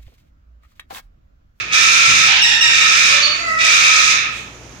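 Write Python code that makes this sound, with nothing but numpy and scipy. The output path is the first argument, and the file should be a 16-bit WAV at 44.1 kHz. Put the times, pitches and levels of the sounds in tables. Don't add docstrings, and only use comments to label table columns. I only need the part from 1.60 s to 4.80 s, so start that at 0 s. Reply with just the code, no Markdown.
import sys
import numpy as np
from scipy import signal
from scipy.fft import rfft, irfft, next_fast_len
from scipy.io import wavfile
from scipy.ndimage import uniform_filter1d, minimum_filter1d, map_coordinates

SR = 44100
rng = np.random.default_rng(int(sys.argv[2]) if len(sys.argv) > 2 else 0)


def generate_wav(sig):
    pcm = np.round(np.clip(np.atleast_2d(sig).T, -1, 1) * 32767).astype(np.int16)
    wavfile.write(sys.argv[1], SR, pcm)


N = 141120
LEAD = SR // 2
T = np.arange(-LEAD, N) / SR
TOP_HZ = 15600

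# [time_s, level_db]
SCREECH_EFFORT = [(-.3, -7), (-.06, -19), (-.02, -44), (.09, -28.5), (.135, -12), (.2, -12.5),
                  (.645, -12.5), (.69, -15), (.82, -53), (1, -24), (1.14, -14), (1.52, -12.5), (1.65, -22),
                  (1.78, -25.5), (1.84, -61), (1.96, -50), (1.99, -15.5), (2.09, -12), (2.5, -13),
                  (2.59, -20), (2.66, -25), (2.85, -55)]
# [time_s, pitch_hz]
SCREECH_PITCH = [(.12, 1277), (.4, 1339), (.65, 1300), (1.15, 1299), (1.6, 1308), (2.05, 1279),
                 (2.62, 1280)]
# [frequency_hz, level_db]
SCREECH_HARMONICS = [(1270, -5.5), (2500, 8.5), (3750, -16.5), (5000, 3), (6300, 3), (7600, -7),
                     (12000, -44)]
# [frequency_hz, density_db]
RASP_SPECTRUM = [(300, -33), (550, -20.5), (880, -23), (1120, -15.5), (1330, -2.5), (1520, -10), (1800, 0),
                 (1960, -6), (2350, 2), (2700, -5), (3000, -9), (3620, -1), (4400, -8), (6400, -2),
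                 (7300, -16), (10000, -25.5), (15000, -41)]
# [start_s, length_s, mid_pitch_hz, level_db, pitch_scatter (fraction)]
SQUAWK_CALLS = [(0.667, .13, 869.3, -14.5, 0.11), (0.851, 0.13, 870, -19.5, .045),
                (1.477, 0.095, 567.7, -20.5, .035), (1.598, 0.082, 600, -21, 0.034)]
# [frequency_hz, level_db]
SQUAWK_HARMONICS = [(590, -4), (850, -14), (1200, 7), (1750, -1.5), (2600, 7), (3800, 3.5), (4800, -5),
                    (6200, 0), (8000, -25.5), (14000, -44)]
# [start_s, length_s, settled_pitch_hz, level_db before push and sag]
YELP_CALLS = [(0.833, 0.13, 915.7, -14.5), (1.021, 0.15, 917.6, -13), (1.209, 0.023, 886, -17)]
# [frequency_hz, level_db]
YELP_HARMONICS = [(920, -19), (1840, 3.5), (2750, 0), (3680, 2.5), (4600, -10.5), (5500, 1.5), (6400, -9),
                  (7350, -5.5), (8300, -36), (9200, -16.5), (14000, -55)]
# [start_s, length_s, starting_pitch_hz, level_db]
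SQUEAK_CALLS = [(0.816, .013, 2843, -6), (1.007, .013, 2850, -6.5)]
# [frequency_hz, level_db]
SQUEAK_HARMONICS = [(2800, 6.5), (5600, 2), (8400, -22.5), (14000, -31)]
# [time_s, pitch_hz, level_db, overtones_db, buzz_db]
NOTE_COURSE = [(1.73, 656.4, -45, -8, 8), (1.765, 681, -33.5, -2, -1.5), (1.829, 674.5, -33, 8, 0),
               (1.86, 659.7, -35, 13.5, 1), (1.91, 649.2, -31.5, 12, -18), (1.959, 646.2, -29, 12, -16),
               (2.005, 648, -34.5, 13, -16), (2.03, 671, -38, -7, -14), (2.12, 673, -54, -10, -14)]
# [frequency_hz, level_db]
NOTE_OVERTONES = [(1300, -1.5), (1950, 1.5), (2600, -10), (3250, -30), (5200, -20), (8000, -31.5),
                  (14000, -51)]
# [frequency_hz, level_db]
BUZZ_HARMONICS = [(4000, -6), (4700, 2), (5400, -8), (6000, -5), (6650, 1.5), (7400, -15), (14000, -34)]
# [time_s, pitch_hz, level_db]
WHISTLE_COURSE = [(1.594, 4520, -42), (1.639, 4510, -13.5), (1.675, 4470, -18.5), (1.715, 4500, -42),
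                  (1.755, 4450, -28), (1.78, 4520, -49)]
# [frequency_hz, density_db]
FEATHER_SPECTRUM = [(800, -17), (2200, -8), (3500, 4), (5000, -9), (6700, -1), (9000, -16), (15000, -26)]
# [frequency_hz, t60_s]
ROOM_DECAY = [(200, 0.29), (1500, 0.68), (4000, 0.55), (7000, 0.42), (15000, 0.38)]
# [frequency_hz, left_minus_right_db]
CHANNEL_BALANCE = [(60, 0.3), (1300, 1), (1800, -5), (2700, -4.5), (4200, -6), (5400, -12), (6500, -20.5),
                   (7500, -6.5), (9500, -4), (15000, 11)]
# [frequency_hz, density_db]
FLOOR_SPECTRUM = [(22, -26), (45, -3), (70, -12), (88, -2), (130, -4.5), (230, -3), (600, -9.5),
                  (1500, -15.5), (2500, -16.5), (4500, -23.5), (6500, -14.5), (8000, -32), (15000, -44)]
# [frequency_hz, side_db]
FLOOR_SPREAD = [(100, -9), (500, -10.5), (1500, -1)]
# [frequency_hz, level_db]
HUM_TONES = [(59, -51), (120, -51)]
# [frequency_hz, density_db]
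BUMP_SPECTRUM = [(40, -10), (130, 1.5), (260, -7.5), (600, -22), (1500, -44)]

TONE_DB, CORE_DB, RASP_DB, THROAT_DB = -9, -12, -1.5, -10
THROAT_HZ, THROAT_WIDTH_HZ = 2554, 200
DULL_HZ, BRIGHT_PER_DB, FULL_DB = 4000, 1.9, -13
SQUAWK_RISE_PER_S = .6
YELP_PUSH_DB, YELP_SAG_DB_PER_S = 13.5, 29
SCOOP, SCOOP_S = .056, .0123
ATTACK_S, RELEASE_S = .0051, .011
RUSTLE_S, RUSTLE_LENGTH_S, RUSTLE_DB = 2.72, .087, -38
WET_DB, DIRECT_DB = -1, -6
FLOOR_DB = -43
BUMP_S, BUMP_DB, BUMP_T60_S = .475, -32.5, .93
CEILING, LIMITER_S = .95, .003


def amp(db):
    return 10 ** (np.asarray(db) / 20)


def unit(x):
    return x / np.sqrt(np.mean(x ** 2) + 1e-20)


def along(points, hz):
    f, v = np.transpose(points)
    return np.interp(np.log(hz + 1), np.log(f + 1), v)


def curves(rows):
    s, *cols = np.transpose(rows)
    return [np.interp(T, s, c) for c in cols]


def wobble(rate):
    knots = rng.standard_normal(len(T) // 8)
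    return map_coordinates(knots, [np.arange(len(T)) * rate / SR], mode="wrap")


def filtered(x, gain):
    m = next_fast_len(len(T) + SR // 4)
    return irfft(rfft(x, m) * gain(np.fft.rfftfreq(m, 1 / SR)), m)[..., :x.shape[-1]]


def noise(spectrum):
    return unit(filtered(rng.standard_normal(len(T)), lambda hz: amp(along(spectrum, hz))))


def gate(start, length):
    attack = np.clip((T - start) / ATTACK_S, 0, 1)
    return attack * np.exp(-np.maximum(T - start - length, 0) / RELEASE_S)


def sine(hz):
    return unit(np.sin(2 * np.pi * np.cumsum(hz) / SR))


def syrinx(hz, tone, jitter, jitter_rate, shimmer_db, order=1):
    phase = 2 * np.pi * np.cumsum(hz * (1 + jitter * wobble(jitter_rate))) / SR
    centre = np.median(hz)
    wave = 0
    for k in range(order, int(TOP_HZ / centre) + 1):
        strength = amp(along(tone, k * centre))
        wave = wave + strength * np.sin(k * phase + rng.uniform(0, 2 * np.pi))
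    return unit(wave * amp(shimmer_db * wobble(jitter_rate)))


def screech():
    (effort_db,), (hz,) = curves(SCREECH_EFFORT), curves(SCREECH_PITCH)
    tone = syrinx(hz, SCREECH_HARMONICS, jitter=.04, jitter_rate=600, shimmer_db=4.5)
    rasp = unit(noise(RASP_SPECTRUM) * amp(3.2 * wobble(450)))
    core = np.sin(2 * np.pi * np.cumsum(hz * (1 + .0228 * wobble(300))) / SR)
    core = unit(core * amp(3.7 * wobble(60)))
    ring = unit(filtered(rasp, lambda f: 1 / (1 + ((f - THROAT_HZ) / THROAT_WIDTH_HZ) ** 2) ** 2))
    voice = amp(TONE_DB) * tone + amp(CORE_DB) * core
    voice = voice + amp(RASP_DB) * rasp + amp(THROAT_DB) * ring
    voice = voice * amp(effort_db + .69 * wobble(70))
    low = filtered(voice, lambda f: 1 / (1 + (f / DULL_HZ) ** 4))
    treble = voice - low
    return low + treble * amp(BRIGHT_PER_DB * np.minimum(effort_db - FULL_DB, 0))


def squawks():
    out = 0
    for start, length, hz, db, rough in SQUAWK_CALLS:
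        from_middle = np.clip(T - start - length / 2, -length, length)
        pitch = hz * (1 + SQUAWK_RISE_PER_S * from_middle)
        cry = syrinx(pitch, SQUAWK_HARMONICS, jitter=rough, jitter_rate=400, shimmer_db=3.5)
        out = out + amp(db) * gate(start, length) * cry
    return out


def yelps():
    out = 0
    for start, length, hz, db in YELP_CALLS:
        age = np.maximum(T - start, 0)
        push = np.exp(-age / SCOOP_S)
        pitch = hz * (1 + SCOOP * push + .00792 * wobble(60))
        cry = syrinx(pitch, YELP_HARMONICS, jitter=.0176, jitter_rate=700, shimmer_db=5)
        level_db = db + YELP_PUSH_DB * push - YELP_SAG_DB_PER_S * age
        out = out + cry * gate(start, length) * amp(level_db)
    return out


def squeaks(fall=.045):
    out = 0
    for start, length, hz, db in SQUEAK_CALLS:
        pitch = hz * (1 - fall * np.clip((T - start) / length, 0, 1.7) ** 2)
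        cry = syrinx(pitch, SQUEAK_HARMONICS, jitter=.016, jitter_rate=900, shimmer_db=2.5)
        out = out + amp(db) * gate(start, length) * cry
    return out


def whistle():
    hz, db = curves(WHISTLE_COURSE)
    tone = sine(hz * (1 + .0076 * wobble(350)))
    start, end = WHISTLE_COURSE[0][0], WHISTLE_COURSE[-1][0]
    return tone * amp(db) * gate(start, end - start)


def clear_note():
    hz, db, over_db, buzz_db = curves(NOTE_COURSE)
    hz = hz * (1 + .012 * wobble(110))
    overtones = syrinx(hz, NOTE_OVERTONES, jitter=.0062, jitter_rate=500, shimmer_db=2, order=2)
    buzz = syrinx(hz, BUZZ_HARMONICS, jitter=.00646, jitter_rate=400, shimmer_db=-5, order=6)
    note = sine(hz) + amp(over_db) * overtones + amp(buzz_db) * buzz
    start, end = NOTE_COURSE[0][0], NOTE_COURSE[-1][0]
    return gate(start, end - start) * amp(db + 2.4 * wobble(70)) * note


def feathers():
    level_db = RUSTLE_DB + 4.5 * wobble(90)
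    return noise(FEATHER_SPECTRUM) * gate(RUSTLE_S, RUSTLE_LENGTH_S) * amp(level_db)


def room(x):
    hz, t, z = signal.stft(rng.standard_normal((2, SR)), SR, nperseg=256)
    decay = amp(-60 * t / along(ROOM_DECAY, hz)[:, None])
    tail = signal.istft(z * decay, SR, nperseg=256)[1]
    return signal.fftconvolve(x[None], tail / np.linalg.norm(tail[0]), axes=1)[:, :len(T)]


def bump():
    fade_db = -60 * np.maximum(T - BUMP_S, 0) / BUMP_T60_S
    return noise(BUMP_SPECTRUM) * gate(BUMP_S, BUMP_T60_S) * amp(BUMP_DB + fade_db)


def mains_hum():
    return sum(amp(db) * unit(np.sin(2 * np.pi * hz * T)) for hz, db in HUM_TONES)


def room_noise():
    side = filtered(noise(FLOOR_SPECTRUM), lambda hz: amp(along(FLOOR_SPREAD, hz)))
    return amp(FLOOR_DB) * (noise(FLOOR_SPECTRUM) + np.array([side, -side]))


def left_right_colour(hz):
    gains = amp(np.outer([.5, -.5], along(CHANNEL_BALANCE, hz)))
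    return gains / np.sqrt(np.mean(gains ** 2, axis=0))


def scene():
    bird = screech() + squawks() + yelps() + squeaks() + whistle() + clear_note() + feathers()
    direct = np.array([np.roll(bird, SR // 4000), bird])
    both = amp(DIRECT_DB) * direct + amp(WET_DB) * room(bird)
    both = both + bump() + mains_hum() + room_noise()
    return filtered(both, left_right_colour)[:, LEAD:] * amp(2)


def record(dry):
    size = int(LIMITER_S * SR) + 1
    needed = np.minimum(1, CEILING / (np.abs(dry) + 1e-9))
    held = minimum_filter1d(needed, size, axis=1)
    gain = uniform_filter1d(held, size, axis=1)
    return filtered(dry * gain, lambda hz: hz < TOP_HZ)


dry = scene()
out = record(dry)
generate_wav(out)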